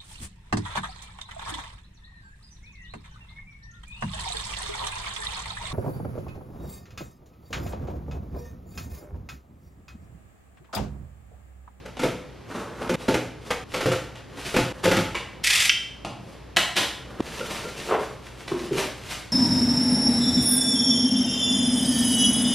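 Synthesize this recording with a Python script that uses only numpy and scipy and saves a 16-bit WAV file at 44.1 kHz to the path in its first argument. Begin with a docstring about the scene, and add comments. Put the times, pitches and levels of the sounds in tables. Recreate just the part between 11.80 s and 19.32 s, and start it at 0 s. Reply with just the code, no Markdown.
"""A knife jabs and saws through the tape of a hand-held cardboard box in a bare, ringing room.
Clicks and hiss are shaped into crushed board and splitting tape, while ringing tones make the box body.
The blade rattles back into its handle and clicks home; the knife is dropped and bounces.
Then hands slide over the board, as filtered grains and hiss, and the flaps creak and knock open.
A low room noise with a wavering hum lies beneath. Four times the sound breaks off abruptly."""
import sys
import numpy as np
from scipy import signal
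from scipy.fft import rfft, irfft
from scipy.io import wavfile

SR = 44100
rng = np.random.default_rng(int(sys.argv[2]) if len(sys.argv) > 2 else 0)


def digitize_waveform(pressure):
    """Quantize a signal to 16-bit integers and store it at the path in sys.argv[1].

    Rows of a 2-D input are taken as channels; values are limited to [-1, 1].
    """
    field = np.atleast_2d(pressure).T
    bounded = np.clip(field, -1, 1)
    quanta = np.round(bounded * 32767).astype(np.int16)
    wavfile.write(sys.argv[1], SR, quanta)


N = 331632
TIME = np.arange(N) / SR  # seconds
HIT = SR // 3  # room for one hit, in samples

# Moments when the sounds and their echoes stop dead. Each entry: time in seconds.
BREAKS_S = [1.157, 1.84, 2.925, 5.41]
# Colour of a dull contact. Each row: frequency in Hz, level in dB.
DULL_CONTACT = [(90, -16.5), (200, 5), (400, 3.5), (1000, 4.5), (1500, 2), (3000, -39)]
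# Colour of a light crisp contact. Each row: frequency in Hz, level in dB.
CRISP_CONTACT = [(900, -3), (1800, 2), (2800, 1.5), (4500, -8), (7500, -15), (11000, -22.5), (15500, -41)]
# Rubbing strength of four long slides over the box, which the table of slides refers to by name.
# Each row: time in seconds, relative level in dB.
SEAM_SLIDE = [(0.62, -70), (0.69, -37), (0.794, -36), (0.928, -46.5), (1.038, -35), (1.085, -38.5)]
TURN_SLIDE = [(5.42, -46.5), (5.486, -44), (5.628, -38), (5.772, -38), (5.79, -42), (6.126, -39.5),
              (6.182, -53), (6.198, -44), (6.42, -57)]
FLAP_SLIDE = [(6.42, -52.5), (6.634, -50.5), (6.672, -57), (6.678, -46), (6.764, -50.5), (6.802, -43.5),
              (6.898, -48.5), (6.98, -28.5), (7.17, -71)]
REACH_SLIDE = [(7.17, -55), (7.318, -37.5), (7.422, -51), (7.512, -67), (7.52, -53)]


def undb(db):
    """Turn decibels into gain."""
    return 10 ** (np.asarray(db) / 20)


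def unit(x):
    """Scale to an rms (average strength) of 1."""
    return x / np.sqrt(np.mean(x ** 2) + 1e-30)


def blow(x, db):
    """Scale a hit so that its energy equals this level held for 5 ms."""
    energy = np.sum(x ** 2) + 1e-30
    return x * undb(db) * np.sqrt(0.005 * SR / energy)


def lookup(table, hz):
    """Read between the (Hz, value) points of a table, on a log-frequency axis."""
    f, value = np.transpose(table)
    return np.interp(np.log(hz + 1e-9), np.log(f), value)


def colour(x, spectrum, size=4096):
    """Filter a sound to the given (Hz, dB) shape without any sound ahead of its cause."""
    gain = undb(lookup(spectrum, np.fft.rfftfreq(size, 1 / SR)))
    cepstrum = irfft(np.log(gain))
    # fold the second half onto the first, so that the filter only looks back in time
    cepstrum[1:size // 2] *= 2
    cepstrum[size // 2 + 1:] = 0
    response = irfft(np.exp(rfft(cepstrum)))[:size // 2]
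    return signal.fftconvolve(x, response)[:len(x)]


def grains(n, rate, spread_db):
    """Fibres snapping at random, rate times a second: many tiny clicks and a few big ones."""
    snaps = rng.random(n) < rate / SR
    signs = rng.choice([-1, 1], n)
    sizes = undb(spread_db * np.minimum(rng.exponential(size=n), 4))
    return unit(snaps * signs * sizes)


def burst(length, rate, spread_db, first, rise_s=0.0033):
    """A first contact, then a run of small slips that builds up and dies away over length seconds."""
    t = TIME[:HIT]
    envelope = np.exp(-t / max(length, 1e-4)) * (1 - np.exp(-t / rise_s))
    slips = grains(HIT, rate, spread_db) * envelope
    slips = slips / np.sqrt(np.sum(slips ** 2) + 1e-18)
    slips[0] += first
    return slips


def ring(push, modes):
    """A push sets off fading tones, the natural vibrations of a solid or of enclosed air."""
    t = TIME[:HIT]
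    response = np.zeros(HIT)
    for hz, db, t60 in modes:
        tone = np.sin(2 * np.pi * hz * t + rng.uniform(0, 2 * np.pi))
        response += undb(db) * tone * np.exp(-np.log(1000) * t / t60)  # 60 dB down after t60
    return signal.fftconvolve(push, response * (1 - np.exp(-t / 0.0017)))[:HIT]


def add(track, s, sound):
    """Lay a sound in at time s; it ends at the next break."""
    start = int(s * SR)
    later_breaks = [int(b * SR) for b in BREAKS_S if b > s]
    end = min([start + len(sound), N] + later_breaks)
    track[start:end] += sound[:end - start]


def walk(rate):
    """Slow random wavering with a spread near 1, taking rate new values a second."""
    knots = rng.standard_normal(N // 100)
    return np.interp(TIME * rate, np.arange(len(knots)), knots)


def swell(s, db):
    """Gain that follows a dB curve and is practically silent outside it."""
    return undb(np.interp(TIME, s, db, left=-120, right=-120))


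def brush(s, swell_s):
    """A short stroke that swells up to time s and lifts off a little faster."""
    width_s = np.where(TIME < s, swell_s, swell_s * 0.73)
    return np.exp(-((TIME - s) / width_s) ** 2)


def room_tone(noise_db=-46, waver_db=2):
    """Low ventilation noise, shaped from random noise, with a wavering hum of pure tones."""
    # Colour of the noise. Each row: frequency in Hz, level in dB.
    noise_colour = [(15, -36), (25, -21), (54, -3.5), (121, 2), (172, -4), (427, -9), (769, -13.5),
                    (1060, -15), (1210, -17), (2630, -20), (5280, -29), (10000, -44), (11200, -37),
                    (13100, -52), (15000, -52)]
    # How wide the noise is. Each row: frequency in Hz, side level relative to mid in dB.
    noise_width = [(50, -44), (130, -11), (300, -0.5), (900, -3.5), (2500, -19.5), (8000, 2.5)]
    # Tones of the hum. Each row: frequency in Hz, typical level in dB.
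    hum_tones = [(59, -51.5), (122, -54.5)]
    mid = unit(colour(rng.standard_normal(N), noise_colour)) * undb(noise_db + 0.37 * walk(6.5))
    side = colour(unit(colour(rng.standard_normal(N), noise_colour)), noise_width) * undb(noise_db)
    hum = np.zeros(N)
    for hz, db in hum_tones:
        tone = np.sqrt(2) * np.sin(2 * np.pi * hz * TIME + 0.5 * walk(11))
        hum += undb(db + waver_db * walk(11)) * tone
    return np.array([mid + side, mid - side]) + hum


def room_tail(delay_s=0.003, build_s=0.00073):
    """Dense reflections from bare walls: noise in which every band fades at its own rate."""
    # How long the room rings. Each row: frequency in Hz, time to fade by 60 dB in seconds.
    fade_times = [(100, 0.39), (260, 0.55), (700, 0.57), (1840, 0.57), (4850, 0.54), (12800, 0.41)]
    f, t, cells = signal.stft(rng.standard_normal(SR * 3 // 4), SR, nperseg=256)
    fade = np.exp(-np.log(1000) * t / lookup(fade_times, f)[:, None])
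    tail = signal.istft(cells * fade, SR)[1]
    since_arrival = np.maximum(TIME[:len(tail)] - delay_s, 0)
    tail = tail * (1 - np.exp(-since_arrival / build_s))
    return tail / np.sqrt(np.sum(tail ** 2))


def room(x):
    """Echoes, wide only in the treble, stop dead at each break; after each break the reflections are drawn
    anew."""
    # How wide the echoes are. Each row: frequency in Hz, side level relative to mid in dB.
    echo_width = [(100, -41), (400, -14), (1200, -26), (2600, -66.5), (4400, -22), (6500, -3.5), (9000, 3),
                  (15000, 0.5)]
    heard = []
    for part in np.split(x, [int(b * SR) for b in BREAKS_S]):
        # every part between breaks has its own pattern of reflections
        mid, side = room_tail(), colour(room_tail(), echo_width)
        tails = np.array([mid + side, mid - side])
        heard.append(signal.fftconvolve(part[None], tails, axes=1)[:, :len(part)])
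    return np.hstack(heard)


def handling():
    """Light taps of fingers and things put aside, and soft low bumps as the body shifts its weight."""
    # Taps. Each row: start in seconds, dull level in dB, crisp level in dB, fading time in seconds.
    taps = [(0.168, -35, -36.5, 0.0072), (2.349, -52, -38.5, 0.024), (3.346, -35, -24, 0.017),
            (4.248, -28, -30.5, 0.0064), (5.403, -28, -33, 0.0043), (6.678, -56, -31, 0.0059),
            (6.716, -28.5, -43, .012)]
    # Bumps. Each row: start in seconds, level in dB, fading time in seconds.
    bumps = [(0.239, -26.5, 0.031), (2.057, -23, 0.044), (2.767, -24, 0.089), (3.069, -22.5, 0.11),
             (3.148, -26, .05), (4.25, -30.5, 0.027), (4.386, -31.5, 0.02)]
    # Colour of a bump. Each row: frequency in Hz, level in dB.
    bump_colour = [(20, -19), (45, -13), (78, 0), (125, 2), (220, -10.5), (500, -24), (1500, -75)]
    out = np.zeros(N)
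    for s, dull_db, crisp_db, length in taps:
        touch = burst(length, rate=2800, spread_db=5.5, first=0.055)
        dull = blow(colour(touch, DULL_CONTACT), dull_db)
        crisp = blow(colour(touch, CRISP_CONTACT), crisp_db)
        add(out, s, dull + crisp)
    for s, db, length in bumps:
        push = burst(length, rate=680, spread_db=3.5, first=0.4)
        add(out, s, blow(colour(push, bump_colour), db))
    return out


def rubs(board_db=-1, hiss_db=-2.5, uneven_db=4.0, crackle_db=-7):
    """Sliding friction: the board rumbles, its smooth face hisses and loose tape crackles."""
    # Short brushes of blade or hand across the box. Each row: time of the height in seconds,
    # swell time in seconds, relative board level in dB, relative hiss level in dB.
    brushes = [(1.26, 0.081, -42.5, -44.5), (1.688, 0.052, -41.5, -43), (1.945, 0.04, -48, -42.5),
               (2.56, 0.059, -47.5, -66), (2.694, 0.11, -46, -38), (2.985, 0.044, -41, -48.5),
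               (3.047, 0.012, -26, -26), (3.56, 0.077, -50, -67), (4.5, .08, -52, -54),
               (5.36, 0.18, -43, -54.5)]
    # What each long slide stirs. Each row: curve of rubbing strength, then board level in dB and
    # hiss level in dB, both relative to that curve.
    slides = [(SEAM_SLIDE, 0.66, -10.5), (TURN_SLIDE, -3.5, 0.5), (FLAP_SLIDE, -0.87, 0.93),
              (REACH_SLIDE, -13, 2.45)]
    # Colour of the rumbling board. Each row: frequency in Hz, level in dB.
    board_colour = [(80, -23), (170, 2.5), (300, 3), (400, 3), (500, 4.5), (680, -4), (1000, -3.5),
                    (1350, -5), (2000, -14), (4000, -49)]
    # Colour of the hissing face. Each row: frequency in Hz, level in dB.
    hiss_colour = [(900, 3.5), (1700, 2.5), (2700, 4.5), (4500, 1), (7000, -4), (11000, -8.5), (15500, -23)]
    board = undb(board_db) * unit(colour(grains(N, rate=2000, spread_db=3.0), board_colour))
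    hiss = unit(colour(rng.standard_normal(N), hiss_colour))
    crackle = unit(colour(grains(N, rate=140, spread_db=3.5), CRISP_CONTACT))
    surface = undb(hiss_db) * hiss + undb(crackle_db) * crackle
    moves = [(brush(s, swell_s), press_db, face_db) for s, swell_s, press_db, face_db in brushes]
    moves += [(swell(*np.transpose(curve)), press_db, face_db) for curve, press_db, face_db in slides]
    sound = np.zeros(N)
    for strength, press_db, face_db in moves:
        sound += strength * (undb(press_db) * board + undb(face_db) * surface)
    return sound * undb(uneven_db * walk(45))


def drags(table, modes, first):
    """An edge catches and slips on the board and sets its vibrations ringing."""
    out = np.zeros(N)
    for s, db, length in table:
        slips = burst(length, rate=1200, spread_db=1.5, first=first)
        add(out, s, blow(ring(slips, modes), db))
    return out


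def edge_strokes():
    """Flaps and box edges rub in short strokes whose slips make the board ring."""
    # Strokes. Each row: start in seconds, level in dB, fading time in seconds.
    strokes = [(5.602, -21.5, 0.026), (5.645, -33, 0.015), (5.845, -25, 0.035)]
    # Ringing of the board. Each row: frequency in Hz, level in dB, time to fade by 60 dB in seconds.
    stroke_modes = [(183, -4.5, 0.031), (404, -6, 0.042), (503, -2, 0.06), (940, -15, 0.023),
                    (1378, 1, 0.043), (1380, 0.5, 0.027)]
    return drags(strokes, stroke_modes, first=0.35)


def flap_knocks():
    """The open flap knocks and drags, and its slips make the box boom."""
    # Knocks. Each row: start in seconds, level in dB, fading time of the drag in seconds.
    knocks = [(5.397, -15, 0.0056), (6.714, -18, 0.003), (6.741, -21.5, 0.013), (6.815, -25, 0.071),
              (6.91, -16, 0.01), (6.953, -19, 0.014)]
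    # Ringing of the open box. Each row: frequency in Hz, level in dB, time to fade by 60 dB in seconds.
    open_box = [(125, -16, 0.19), (202, -15, 0.048), (262, -3.5, 0.06), (342, 2, 0.048), (396, -2.5, 0.083),
                (445, -26, .05), (715, -16, 0.026), (1060, -17.5, 0.015)]
    return drags(knocks, open_box, first=0.45)


def creak(gain_db=-3):
    """The stiff fold of a flap yields in uneven slips."""
    # Slips. Each row: start in seconds, relative level in dB, fading time in seconds.
    fold_slips = [(6.089, -19, 0.016), (6.111, -16, 0.0031), (6.122, -11.5, 0.014), (6.139, -12.5, 0.014),
                  (6.231, -28.5, 0.0045)]
    # Colour of the fold. Each row: frequency in Hz, level in dB.
    fold_colour = [(100, -26), (220, -12), (370, 2.5), (520, 2.5), (620, -3.5), (740, -3), (1250, -6.5),
                   (1800, -14), (3000, -23.5), (8000, -55)]
    out = np.zeros(N)
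    for s, db, length in fold_slips:
        slips = burst(length, rate=1800, spread_db=2.5, first=0.4)
        add(out, s, blow(colour(slips, fold_colour), db + gain_db))
    return out


def dropped_knife(gain_db=-5.0, ring_db=-13, thud_db=-6.5):
    """The knife lands on a hard top, bounces once and settles: a crack, a ring and a thud each time."""
    # Contacts. Each row: start in seconds, relative level in dB, fading time of the clatter in seconds.
    drops = [(4.7637, -12.5, 0.012), (4.768, -7.5, 0.0049), (4.787, -19, 0.0075), (4.958, -21.5, 0.0096),
             (4.966, -9, 0.025), (5.014, -19, 0.033)]
    # Ringing of the knife. Each row: frequency in Hz, level in dB, time to fade by 60 dB in seconds.
    knife_modes = [(320, -28, 0.059), (580, 7, 0.078), (830, -11, 0.1), (1005, 9, 0.12), (1900, -8, 0.047),
                   (2410, -8, .02), (2950, 0, 0.085), (3450, -11, 0.041), (4500, -11, .02),
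                   (6600, 4, 0.033)]
    # Colour of the crack. Each row: frequency in Hz, level in dB.
    crack_colour = [(500, -30.5), (1300, -10), (1900, 2), (2500, -1.5), (3300, 5), (4300, -2.5),
                    (6500, -9.5), (9000, -12.5), (12000, -15.5), (15500, -42)]
    out = np.zeros(N)
    for s, db, length in drops:
        contact = burst(length, rate=6000, spread_db=0.5, first=0.31, rise_s=0.002)
        crack = blow(colour(contact, crack_colour), 0)
        ringing = blow(ring(contact, knife_modes), ring_db)
        thud = blow(colour(contact, DULL_CONTACT), thud_db)
        add(out, s, undb(db + gain_db) * (crack + ringing + thud))
    return out


def blade_stop(gain_db=-10.0, ring_db=-8):
    """The blade clicks home, chatters against its stop and rings on briefly."""
    # Clicks. Each row: start in seconds, relative level in dB.
    clicks = [(3.8948, -1.5), (3.8969, -5.5), (3.9, -5.5), (3.903, -12)]
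    # Colour of the handle. Each row: frequency in Hz, level in dB.
    handle_colour = [(700, -52), (1400, -15), (2000, -1.5), (2700, 7), (3300, 0), (4100, -10.5),
                     (6000, -13.5), (11000, -53), (15500, -34)]
    # Ringing of the blade. Each row: frequency in Hz, level in dB, time to fade by 60 dB in seconds.
    blade_modes = [(2580, 1, .45), (2660, -3, 0.49), (2893, -1, 0.38), (3135, 4, .45), (3310, -7, 0.26)]
    out = np.zeros(N)
    for s, db in clicks:
        contact = burst(0.0005, rate=20000, spread_db=1, first=0.3, rise_s=0.0005)
        click = blow(colour(contact, handle_colour), db + gain_db)
        ringing = blow(ring(contact, blade_modes), db + gain_db + ring_db)
        add(out, s, click + ringing)
    return out


def blade(catch_db=-3, tick_db=-4.5, shift_octaves=0.11):
    """The blade scrapes back into its handle and keeps catching: a tick, the catch, a rebound."""
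    # Strength of the scrape over time. Each row: time in seconds, level in dB.
    scrape = [(3.634, -40), (3.645, -25.5), (3.72, -24), (3.8, -24), (3.85, -26), (3.885, -27.5),
              (3.9, -60)]
    # Catches of the sliding blade. Each row: start in seconds, relative level in dB.
    catches = [(3.644, -16.5), (3.672, -14.5), (3.705, -13), (3.734, -15.5), (3.756, -14.5), (3.779, -23),
               (3.803, -15.5), (3.822, -17), (3.8541, -16)]
    # Colour of the blade. Each row: frequency in Hz, level in dB.
    blade_colour = [(350, -24), (600, -18), (890, -14.5), (1560, -7.5), (1880, 2), (2570, 4.5), (2910, 0),
                    (3420, 3), (4090, -3), (4810, -0.5), (5900, -5), (8870, -7.5), (12100, -14.5),
                    (15500, -35)]
    gap_s, chatter_s = 0.005, 0.003  # spacing of tick, catch and rebound; fading time of each
    out = swell(*np.transpose(scrape)) * unit(colour(grains(N, rate=7000, spread_db=2.0), blade_colour))
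    for s, db in catches:
        for offset, part_db in [(-gap_s, tick_db), (0, 0), (gap_s, tick_db)]:
            chatter = burst(chatter_s, rate=8000, spread_db=2.5, first=0.2, rise_s=0.001)
            # each point of contact rings a little differently
            shift = 2 ** (shift_octaves * rng.uniform(-1.3, 1))
            shifted = [(hz * shift, g) for hz, g in blade_colour]
            add(out, s + offset, blow(colour(chatter, shifted), db + catch_db + part_db))
    return out


def blade_flick():
    """The blade flicks free of the box edge, and its slips make the edge ring."""
    # Flicks. Each row: start in seconds, level in dB, fading time of the drag in seconds.
    flicks = [(3.346, -22, 0.023)]
    # Ringing of the flick. Each row: frequency in Hz, level in dB, time to fade by 60 dB in seconds.
    flick_modes = [(524, -8, 0.039), (846, -2, 0.039), (1026, 8, 0.028), (1240, -4, 0.029),
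                   (1480, -10, 0.027), (2050, -5, 0.056), (2294, 3, 0.042)]
    return drags(flicks, flick_modes, first=0.45)


def jabs(body_db=0, crunch_db=-1, crackle_db=-2.5, focus_db=10, slice_crunch_db=-4):
    """The blade bursts through tape and board, then slices on, shaking the panels nearest its pitch."""
    # Jabs. Each row: start in seconds, body level in dB, body centre in Hz, relative crunch level in dB,
    # level of the slice that follows in dB relative to the jab.
    jab_table = [(0.055, -33, 576, -38, -5), (0.193, -24.5, 220, -26, 2), (0.232, -14, 590, -22.5, -3),
                 (1.093, -15.5, 406, -23, -5), (1.139, -18, 170, -26, -20), (1.282, -11, 321, -20.5, -3),
                 (1.341, -17, 408, -20.5, -7.5), (1.705, -21.5, 510, -19, -13), (1.939, -23, 584, -22, -1),
                 (2.006, -25.5, 456, -22.5, -2), (2.057, -14.5, 540, -21.5, -2),
                 (2.116, -23.5, 540, -21, -3), (2.742, -17, 337, -24, -7), (2.763, -14, 260, -16.5, -0.5),
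                 (3.054, -12.5, 450, -18, 0), (3.113, -17, 334, -16.5, -3), (3.166, -16, 220, -18.5, -2.5)]
    # Ringing of the panels and the air in the box. Each row: frequency in Hz, level in dB before the
    # focus on one pitch, time to fade by 60 dB in seconds.
    box_modes = [(122.6, -8, 0.44), (178.7, 2.5, .13), (250, 2.5, 0.1), (310, 2, 0.12), (364, 3.5, 0.087),
                 (433.4, -0.5, 0.097), (513, 10.5, 0.045), (580, 2, 0.047), (668, -4, 0.081),
                 (875, 3, 0.068)]
    # Colour of crushed board. Each row: frequency in Hz, level in dB.
    crunch_colour = [(100, -10), (250, -24), (450, -22), (730, -1.5), (1000, -3.5), (1150, -3), (1370, 2),
                     (1700, -4), (2050, -5), (2900, -12.5), (6000, -39)]
    # Colour of splitting tape. Each row: frequency in Hz, level in dB.
    crackle_colour = [(700, 2.5), (1500, -19), (2100, 4), (3100, 1.5), (4200, -3), (6500, -7.5),
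                      (9000, -13.5), (12000, -14.5), (15500, -60)]
    puncture_s = 0.016  # fading time as the tip breaks through
    slice_after_s, slice_s = 0.022, 0.052  # then the edge slices on: its delay and fading time
    out = np.zeros(N)
    for s, db, hz, bite_db, slice_db in jab_table:
        modes = []
        for f, g, t60 in box_modes:
            octaves_away = abs(np.log2(f / hz))
            modes.append((f, g - focus_db * np.tanh(2 * octaves_away), t60))
        # each stage: delay in seconds, fading time in seconds, level in dB, extra crunch in dB
        stages = [(0, puncture_s, 0, 0), (slice_after_s, slice_s, slice_db, slice_crunch_db)]
        for delay, length, stage_db, flutes_db in stages:
            crush = colour(burst(length, rate=1400, spread_db=2, first=0.22, rise_s=0.0034), crunch_colour)
            split = colour(burst(length, rate=5000, spread_db=1.0, first=0.14, rise_s=0.0018), crackle_colour)
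            body = ring(burst(length * 0.61, rate=1500, spread_db=2, first=1.17, rise_s=0.0048), modes)
            sound = blow(body, db + body_db)
            sound += blow(crush, bite_db + crunch_db + flutes_db)
            sound += blow(split, bite_db + crackle_db)
            add(out, s + delay, undb(stage_db) * sound)
    return out


def scene():
    """Every source is heard directly and through the room, over the room's own noise."""
    # each row: sound, share sent to the walls as a gain
    sources = [(handling(), undb(1.0)),
               (rubs(), undb(-0.5)),
               (edge_strokes(), undb(-13)),
               (flap_knocks(), undb(-6)),
               (creak(), undb(-2.5)),
               (dropped_knife(), undb(0)),
               (blade_stop(), undb(-6.0)),
               (blade(), undb(-6)),
               (blade_flick(), undb(-6)),
               (jabs(), undb(-5.5))]
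    direct = sum(sound for sound, _ in sources)
    to_walls = sum(sound * share for sound, share in sources)
    return direct + room(to_walls) + room_tone()


def record(dry):
    """The sharpest peaks are rounded off and everything above 15400 Hz is cut."""
    rounded = dry / (1 + (dry / 0.9) ** 6) ** (1 / 6)
    top_cut = signal.ellip(10, 0.2, 80, 15400, fs=SR, output="sos")
    return signal.sosfilt(top_cut, rounded)


dry = scene()
out = record(dry)
digitize_waveform(out)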